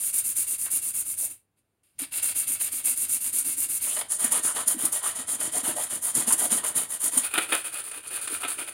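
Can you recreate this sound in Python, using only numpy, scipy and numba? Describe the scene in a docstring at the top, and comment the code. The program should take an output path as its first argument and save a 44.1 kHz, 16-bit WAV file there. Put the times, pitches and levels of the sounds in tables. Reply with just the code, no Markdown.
"""A bright, scratchy hiss, about eight strokes a second: a thin wood strip sanded by hand in a small workshop.
It is rubbed flat on a sheet on the bench, turned over, run on its edge, then worked in the folded sheet.
Grit ticks merge into the hiss; the strip rasps, snags and rings hollow notes; bench or fist drums below.
The room answers briefly, over faint still air and a hum."""
import sys
import numpy as np
from scipy import signal
from scipy.fft import rfft, irfft
from scipy.io import wavfile
from scipy.ndimage import uniform_filter1d, minimum_filter1d, map_coordinates
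from numba import njit

SR = 44100
rng = np.random.default_rng(int(sys.argv[2]) if len(sys.argv) > 2 else 0)


def log_audio(samples):
    """Write samples as a 16-bit WAV file to the path given in sys.argv[1]."""
    # one column per channel
    frames = np.atleast_2d(samples).T
    # limit to full scale, then quantise
    limited = np.clip(frames, -1, 1)
    pcm = np.round(limited * 32767).astype(np.int16)
    wavfile.write(sys.argv[1], SR, pcm)


N = 384993
TIME_S = np.arange(N) / SR
FREQ_HZ = np.maximum(np.fft.rfftfreq(N, 1 / SR), 1)
EDGE_FROM_S, FIST_FROM_S, STROKES_END_S = 3.87, 7.225, 8.745


# Strokes, each row lasting until the next: t/s, hiss level/dB, rasp level/dB, lean (rise over a stroke)/dB
STROKES = [ (-0.013, -27, -49.5, 8.5), (0.122, -25, -48.5, 0), (0.459, -27.5, -50.5, 3.5),
           (1.164, -26.5, -52.5, 0.5), (1.292, -48, -63.5, -42), (1.397, -100, -95, 0),
           (1.56, -70.5, -82, 0), (1.625, -92, -94, -4), (1.835, -73, -79, -16), (1.984, -31, -43, 3),
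           (2.061, -63.5, -70, -14), (2.11, -28, -42.5, 11), (2.214, -26, -43, -8), (2.343, -28, -46, -6),
           (2.835, -25, -46.5, 3), (3.802, -28.5, -45.5, -3.5), (4.043, -43, -46, -12),
           (4.084, -22, -46, 12), (4.177, -25, -40, 10), (4.297, -23, -36, -1), (4.42, -22.5, -40, 1),
           (4.535, -28.5, -40, -5), (4.66, -25, -41, -12), (4.775, -29, -41, -6), (4.911, -26.5, -42, -1),
           (5.017, -26.5, -38.5, 3), (5.138, -32.5, -43.5, -5), (5.264, -26, -42, -1),
           (5.384, -26, -40, 1.5), (5.506, -25, -40.5, 16), (5.62, -26.5, -37, 9), (5.744, -29, -42.5, 4),
           (5.887, -29.5, -43.5, -8), (6.009, -26.5, -43.5, 4), (6.133, -23.5, -38, -1),
           (6.259, -23, -37, -2), (6.37, -24.5, -39, -2), (6.496, -23.5, -38, -13.5),
           (6.627, -28.5, -41, -8), (6.742, -29, -40, -19), (6.882, -29, -45, 2), (6.985, -24.5, -41, 19.5),
           (7.101, -26.5, -39.5, 16), (7.228, -30, -40, -16), (7.299, -33.5, -39.5, 8),
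           (7.473, -33, -41, 0), (7.634, -33, -43, -11), (7.72, -31, -41, 5), (7.824, -36, -48.5, 8),
           (7.923, -38, -45.5, -1), (8.017, -39.5, -50, 34), (8.094, -31.5, -41, 5),
           (8.205, -32.5, -45, -3), (8.284, -32, -42, 12), (8.394, -32, -42, 3), (8.469, -31, -42, -7),
           (8.572, -34, -42.5, -8), (8.665, -39.5, -47.5, -20)]


def hand(pace_s=0.119, run_over_s=0.3, swing_s=0.0044, push_db=1.5, scatter_db=1.1):
    """Stroke timing and levels per sample; long rows split into runs, pushes shorter and stronger."""
    strokes = []
    ends = [row[0] for row in STROKES[1:]] + [STROKES_END_S]
    for (start, hiss_db, rasp_db, lean_db), end in zip(STROKES, ends):
        count = round((end - start) / pace_s) if end - start > run_over_s else 1
        for k in range(count):
            onset_s = start + (end - start) * k / count - swing_s * (k % 2)
            accent_db = (count > 1) * (push_db * (-1) ** k + scatter_db * rng.standard_normal())
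            strokes.append((onset_s, hiss_db + accent_db, rasp_db + accent_db, lean_db))
    starts, hiss_db, rasp_db, lean_db = np.transpose(strokes)
    number = np.maximum(np.searchsorted(starts, TIME_S) - 1, 0)
    since_s = np.abs(TIME_S - starts[number])
    until_s = np.abs(np.append(starts[1:], STROKES_END_S)[number] - TIME_S)
    ramp_db = lean_db[number] * (since_s / (since_s + until_s) - 0.5)
    pressure_db = by_grip(0.3, 0.6, 1.2) * walk(55)
    return dict(number=number, since_s=since_s, until_s=until_s,
                hiss_db=hiss_db[number] + ramp_db + pressure_db,
                rasp_db=rasp_db[number] + 0.7 * ramp_db + pressure_db)


def stroke_gain(motion, level_db, attack_s, release_s, creep):
    """Grit bites, holds and lets go as the hand slows; some creep remains at the turn."""
    bite = np.sin(np.pi / 2 * np.minimum(motion["since_s"] / attack_s, 1)) ** 2
    release = np.minimum(motion["until_s"] / release_s, 1)
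    return uniform_filter1d(np.hypot(bite * release, creep) * undb(level_db), size=130)


# Snags: t/s, hiss level/dB, rasp level/dB
SNAGS = [(0.182, -22.5, -57), (0.66, -40, -41), (1.832, -63, -74), (1.988, -28.5, -58), (2.227, -24, -51),
         (3.965, -36, -35), (3.986, -25.5, -36), (4.009, -31, -35), (4.241, -19, -40), (4.318, -19.5, -49),
         (4.43, -38, -54), (4.675, -16, -57), (4.851, -18, -56), (4.921, -22.5, -57), (6.149, -20, -55),
         (6.272, -25, -39), (6.323, -10.5, -40), (6.388, -24, -57), (6.516, -34, -40), (6.637, -39, -38),
         (7.038, -23, -54), (7.173, -15, -36), (7.337, -25, -26.5), (7.35, -40, -24), (7.376, -21.5, -18),
         (7.521, -21, -20), (7.532, -30, -24.5), (7.545, -25.5, -23.5), (7.912, -31.5, -39.5),
         (8.273, -25, -32.5), (8.432, -33, -29), (8.447, -32, -26)]


def snag_gain(layer):
    """Wood catches on the grit and breaks free: millisecond bursts in the "hiss" or "rasp" layer."""
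    power = np.zeros(N)
    for start_s, hiss_db, rasp_db in SNAGS:
        span = slice(int(start_s * SR), int((start_s + 0.1) * SR))
        rise_s = 0.0048 if start_s < FIST_FROM_S else 0.0046
        rises = np.maximum(TIME_S[span] - start_s, 0) / rise_s
        peak = undb(hiss_db if layer == "hiss" else rasp_db)
        power[span] += (peak * rises * np.exp(1 - rises)) ** 2
    return np.sqrt(power)


def grit(ticks_per_s, spread_db, chatter_db, chatter_hz, slip_size, slips_per_s=70, slip_s=0.004):
    """Grains tear fibres: dense ticks, a few large, bunched by stick and slip."""
    hits = rng.random(N) < ticks_per_s / SR
    sizes = undb(spread_db * np.minimum(rng.exponential(size=N), 8))
    kicks = (rng.random(N) < slips_per_s / SR) * rng.random(N)
    slips = signal.lfilter([1], [1, -np.exp(-1 / (slip_s * SR))], kicks)
    ticks = hits * sizes * rng.choice([-1, 1], N)
    chatter = undb(chatter_db * walk(chatter_hz))
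    return unit_rms(ticks * chatter * (1 + slip_size * slips))


# Hiss spectrum per grip, as heard through the phone microphone, which resonates near 9.5 kHz:
# f/Hz, relative level/dB
FLAT_HISS = [(2650, -47), (4500, -26.5), (5460, -24.5), (7170, -10), (7910, -8), (8880, -1.5), (9500, 3),
             (10600, -6), (11900, -6.5), (14100, -16.5), (15100, -14), (15700, -19)]
EDGE_HISS = [(2650, -51), (4500, -23.5), (5810, -22.5), (7050, -9), (7960, -9.5), (8970, -2), (9550, 2),
             (11400, -12), (15700, -24.5)]
FIST_HISS = [(2650, -30), (4500, -16.5), (5600, -28), (7300, -15.5), (8300, -10), (9550, 1), (10200, -3.5),
             (11200, -14.5), (15700, -20)]


def grit_hiss(motion):
    """Ticks merge into a bright hiss; on the edge fewer grains carry the load, so it crackles."""
    flat = grit(ticks_per_s=16000, spread_db=2.0, chatter_db=0.4, chatter_hz=750, slip_size=0.71)
    edge = grit(ticks_per_s=9000, spread_db=1.5, chatter_db=1.23, chatter_hz=160, slip_size=0.38)
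    fist = grit(ticks_per_s=12000, spread_db=2.5, chatter_db=0.8, chatter_hz=1300, slip_size=0.85)
    ticks = by_grip(shaped(flat, FLAT_HISS), shaped(edge, EDGE_HISS), shaped(fist, FIST_HISS))
    # Brightest in mid-stroke; each edge stroke meets the grit at its own angle.
    treble = signal.sosfiltfilt(signal.butter(3, 10700, "high", fs=SR, output="sos"), ticks)
    angle_db = 1.9 * rng.standard_normal(motion["number"].max() + 1)[motion["number"]]
    treble_db = by_grip(1.0, 1.5 + angle_db, -0.92)
    treble_gain = stroke_gain(motion, treble_db, attack_s=0.011, release_s=0.037, creep=0.25)
    friction = stroke_gain(motion, motion["hiss_db"], attack_s=by_grip(0.026, 0.029, 0.022),
                           release_s=by_grip(0.038, 0.054, 0.036), creep=by_grip(0.17, 0.15, 0.29))
    return (ticks + (treble_gain - 1) * treble) * np.hypot(friction, snag_gain("hiss"))


# Broad wood and paper spectrum per grip: f/Hz, relative level/dB
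FLAT_RASP = [(240, -34.5), (420, -12.5), (650, -8.5), (850, -10), (1800, -7.5), (2700, -4.5), (5000, -6),
             (9000, -68.5)]
EDGE_RASP = [(240, -48), (400, -3.5), (1250, -1.5), (2700, -8), (3200, -3), (5000, -13), (9000, -80)]
FIST_RASP = [(200, -45), (400, -9), (760, -7.5), (1050, -9.5), (1320, -1.5), (2080, -9.5), (2600, -5.5),
             (3500, -7.5), (5000, -29.5), (9000, -63)]
# Strip resonances per grip: f/Hz, width/Hz, relative level/dB
FLAT_MODES = [(1470, 320, -8.5), (2253, 220, 0.5), (2707, 110, 5)]
EDGE_MODES = [(650, 59, 1), (1901, 50, 2.5), (3040, 97, -0.5)]
FIST_MODES = [(1370, 93, 0.5), (1970, 25, -2.5), (2460, 230, 2)]


def wood_rasp(motion):
    """Strokes and snags drive the woody midrange; in the fold the strip ratchets in fewer jerks."""
    rub = grit(ticks_per_s=5000, spread_db=0.0, chatter_db=0.74, chatter_hz=120, slip_size=0.83)
    ratchet = grit(ticks_per_s=3600, spread_db=1.5, chatter_db=1.8, chatter_hz=150, slip_size=0.85)
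    flat = strip_body(rub, FLAT_RASP, FLAT_MODES, ring_db=-0.5, drift=0.01)
    edge = strip_body(rub, EDGE_RASP, EDGE_MODES, ring_db=1.0, drift=0.03)
    fist = strip_body(ratchet, FIST_RASP, FIST_MODES, ring_db=-1.5, drift=0.015)
    friction = stroke_gain(motion, motion["rasp_db"], attack_s=by_grip(0.018, 0.031, 0.021),
                           release_s=by_grip(0.024, 0.046, 0.038), creep=by_grip(0.29, 0.27, 0.26))
    return by_grip(flat, edge, fist) * np.hypot(friction, snag_gain("rasp"))


def strip_body(force, spectrum, modes, ring_db, drift):
    """Strip and paper radiate broadly; a few resonances stand out and wander as the fingers shift."""
    mode_power = sum(undb(db) ** 2 / (1 + (2 * (FREQ_HZ - hz) / width_hz) ** 2) ** 2
                     for hz, width_hz, db in modes)
    wood = causal_filter(force, np.sqrt(spectrum_gain(spectrum) ** 2 + undb(ring_db) ** 2 * mode_power))
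    read_index = np.cumsum(1 + drift * walk(14))
    return unit_rms(map_coordinates(wood, [read_index], order=3, mode="mirror"))


# Hollow notes where the edge digs in: centre t/s, f/Hz, level/dB
HOLLOW_NOTES = [(.665, 1650, -48), (1.245, 620, -55), (3.91, 2850, -41.5), (3.985, 700, -53),
                (4.26, 1660, -40.5), (4.36, 1120, -38.5), (4.485, 1410, -36), (4.59, 1105, -36),
                (5.061, 1150, -36), (5.57, 730, -38.5), (5.69, 800, -37), (5.784, 724, -36),
                (6.312, 1000, -37.5), (6.44, 690, -37), (6.655, 1104, -42.5)]


def hollow_notes(motion, half_length_s=0.03, glide_oct_per_s=8.1, q=1.84):
    """Judder rings a strip resonance; it glides with the contact, up on one stroke, down on the next."""
    notes = np.array(HOLLOW_NOTES)
    nearest = np.searchsorted((notes[1:, 0] + notes[:-1, 0]) / 2, TIME_S)
    centre_s, centre_hz, level_db = notes[nearest].T
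    offset_s = np.clip(TIME_S - centre_s, -4 * half_length_s, 4 * half_length_s)
    direction = 1 - 2 * (motion["number"] % 2)
    pitch_hz = centre_hz * 2 ** (glide_oct_per_s * direction * offset_s)
    judder = grit(ticks_per_s=3000, spread_db=3.0, chatter_db=1.5, chatter_hz=100, slip_size=0.5)
    first_pass = moving_bandpass(judder, pitch_hz, q) * np.sqrt(pitch_hz)
    ring = unit_rms(moving_bandpass(first_pass, pitch_hz, q))
    return ring * undb(level_db) * np.exp(-(offset_s / half_length_s) ** 2)


# Drumming spectra of bench and fist: f/Hz, relative level/dB
BENCH_DRUM = [(30, -42), (60, -27.5), (95, -7.5), (150, -4), (200, -4), (245, 3.5), (330, 0.5), (420, -8),
              (560, -13), (900, -56.5)]
FIST_DRUM = [(40, -38), (110, -25), (220, -10), (330, 2), (430, -3.5), (560, -11), (900, -65)]
# Drumming contour, added to the rasp level: t/s, relative level/dB
DRUM_CONTOUR = [(0, -11), (1.9, -6), (2.15, -18), (2.5, -9.5), (3.6, -5.5), (4.0, -10), (4.25, -10),
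                (4.45, -11), (4.78, -6), (5.05, -16), (5.65, -4), (5.85, -8.5), (6.2, -5.5), (6.85, -9.5),
                (7.15, -9.5), (7.35, -15), (8.6, -10)]


def drumming(motion):
    """Uneven friction drums on the bench or in the cupped fist."""
    rub = grit(ticks_per_s=1500, spread_db=2.0, chatter_db=by_grip(2.26, 4.75, 4.1),
               chatter_hz=60, slip_size=0.9)
    bench = undb(-1.5) * shaped(rub, BENCH_DRUM)
    fist = undb(-1.0) * shaped(rub, FIST_DRUM)
    drum_db = motion["rasp_db"] + np.interp(TIME_S, *np.transpose(DRUM_CONTOUR))
    friction = stroke_gain(motion, drum_db, attack_s=0.023, release_s=0.04, creep=0.28)
    return by_grip(bench, bench, fist) * np.hypot(friction, undb(-14) * snag_gain("rasp"))


# Knocks on the bench: t/s, peak level/dB, f/Hz
BUMPS = [(2.018, -37, 280), (4.243, -33, 239), (4.744, -34.5, 310), (4.765, -35, 243), (5.685, -32, 344),
         (6.278, -33, 233), (6.519, -29, 224), (7.168, -29.5, 258)]


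def bench_bumps(rise_s=0.0037, t60_s=0.057):
    """A soft knock of the strip rings one low note of the bench top."""
    out = np.zeros(N)
    age_s = np.arange(SR // 4) / SR
    envelope = (1 - np.exp(-age_s / rise_s)) * undb(-60 * age_s / t60_s)
    for start_s, peak_db, hz in BUMPS:
        ring = envelope * np.sin(2 * np.pi * hz * age_s)
        start = int(start_s * SR)
        out[start:start + len(ring)] += undb(peak_db) * ring / np.abs(ring).max()
    return out


# Spectra of the shaking bench and its rocking frame: f/Hz, relative level/dB
BENCH_SHAKE = [(25, -33.5), (50, -21.5), (75, -3.5), (96, -0.5), (130, -9), (200, -11.5), (400, -32)]
FRAME_ROCK = [(20, -6), (50, -5), (110, -9), (300, -43)]


def bench_rumble(motion):
    """The working arm shakes the bench and, mainly with the strip flat, rocks the heavy frame."""
    effort = np.tanh(uniform_filter1d(undb(motion["hiss_db"]), size=4000) / undb(-34))
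    shake = undb(by_grip(-62, -64, -65)) * shaped(rng.standard_normal(N), BENCH_SHAKE)
    rock = undb(by_grip(-72.5, -90, -94)) * shaped(rng.standard_normal(N), FRAME_ROCK)
    return effort * (shake + rock)


def room_echo(x, t60_s, first_s):
    """A cluttered workshop: scattered early echoes thicken into a short tail."""
    age_s = np.arange(SR // 2) / SR
    echoes = rng.standard_normal(len(age_s)) * (rng.random(len(age_s)) < 0.03 + 10 * age_s)
    response = echoes * (age_s > first_s) * undb(-60 * age_s / t60_s)
    return signal.fftconvolve(x, response / np.linalg.norm(response))[:N]


# Still room spectrum: f/Hz, relative level/dB
STILL_ROOM = [(15, -45), (25, -17), (106, -6), (335, -12.5), (2780, -28.5), (5280, -37.5), (9270, -29),
              (15000, -35)]


def room_tone(air_db=-78.5, hum_db=-82, hum_hz=98):
    """Steady faint noise and a wavering hum."""
    air = undb(air_db) * shaped(rng.standard_normal(N), STILL_ROOM)
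    hum = undb(hum_db + 2 * walk(6)) * unit_rms(np.sin(2 * np.pi * hum_hz * TIME_S))
    return air + hum


def by_grip(flat, edge, fist):
    """Per sample, the value for the current grip."""
    return np.where(TIME_S < EDGE_FROM_S, flat, np.where(TIME_S < FIST_FROM_S, edge, fist))


def undb(db):
    """Decibels to gain."""
    return 10 ** (np.asarray(db) / 20)


def unit_rms(x):
    """Scale to rms 1."""
    return x / np.sqrt(np.mean(x ** 2))


def walk(rate_hz):
    """Random line of rms 1, with rate_hz knots a second."""
    knots = rng.standard_normal(N // 20)
    return unit_rms(np.interp(TIME_S * rate_hz, np.arange(len(knots)), knots))


def spectrum_gain(spectrum):
    """Gain per FFT bin from (f/Hz, level/dB) points."""
    hz, db = np.transpose(spectrum)
    return undb(np.interp(np.log(FREQ_HZ), np.log(hz), db))


def causal_filter(x, gain):
    """Minimum-phase filter: each tick rings after it is struck."""
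    cepstrum = irfft(np.log(gain + 1e-5), N)
    cepstrum[1:N // 2] *= 2
    cepstrum[N // 2:] = 0
    response = irfft(np.exp(rfft(cepstrum)), N)[:SR // 10]
    return signal.fftconvolve(x, response)[:N]


def shaped(x, spectrum):
    """Filter by a spectrum table, then scale to rms 1."""
    return unit_rms(causal_filter(x, spectrum_gain(spectrum)))


@njit
def moving_bandpass(x, hz, q):
    """State-variable band-pass; noise comes out equally strong at any pitch."""
    y, band, low = np.empty(len(x)), 0., 0.
    for i in range(len(x)):
        g = np.tan(np.pi * hz[i] / SR)
        v = (band + g * (x[i] - low)) / (1 + g * (g + 1 / q))
        band, low = 2 * v - band, low + 2 * g * v
        y[i] = v / np.sqrt(g)
    return y


def scene():
    """Grit, wood, bench and room, the same in both ears."""
    motion = hand()
    hiss = grit_hiss(motion)
    wood = wood_rasp(motion) + hollow_notes(motion)
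    bass = drumming(motion) + bench_bumps() + bench_rumble(motion)
    send = undb(by_grip(0, 0, 2.6))  # lifted off the bench, more sound reaches the room
    hiss_echo = undb(-12.5) * room_echo(send * hiss, t60_s=0.17, first_s=0.003)
    body_echo = undb(-8.5) * room_echo(send * wood + bass, t60_s=0.16, first_s=0.0026)
    return np.tile(hiss + wood + bass + hiss_echo + body_echo + room_tone(), (2, 1))


def record(dry, notch_hz=7930, ceiling=0.42, cutoff_hz=15850):
    """Close phone microphone: narrow treble dip, 1 ms peak limiter, steep low-pass."""
    notched = signal.lfilter(*signal.iirnotch(notch_hz, Q=45, fs=SR), dry)
    heard = 0.25 * dry + 0.75 * notched
    max_gain = np.minimum(1, ceiling / (np.abs(heard) + 1e-9))
    limiter_gain = uniform_filter1d(minimum_filter1d(max_gain, size=45), size=45)
    lowpass = signal.ellip(12, 0.2, 75, cutoff_hz, fs=SR, output="sos")
    return signal.sosfilt(lowpass, limiter_gain * heard)


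dry = scene()
out = record(dry)
log_audio(out)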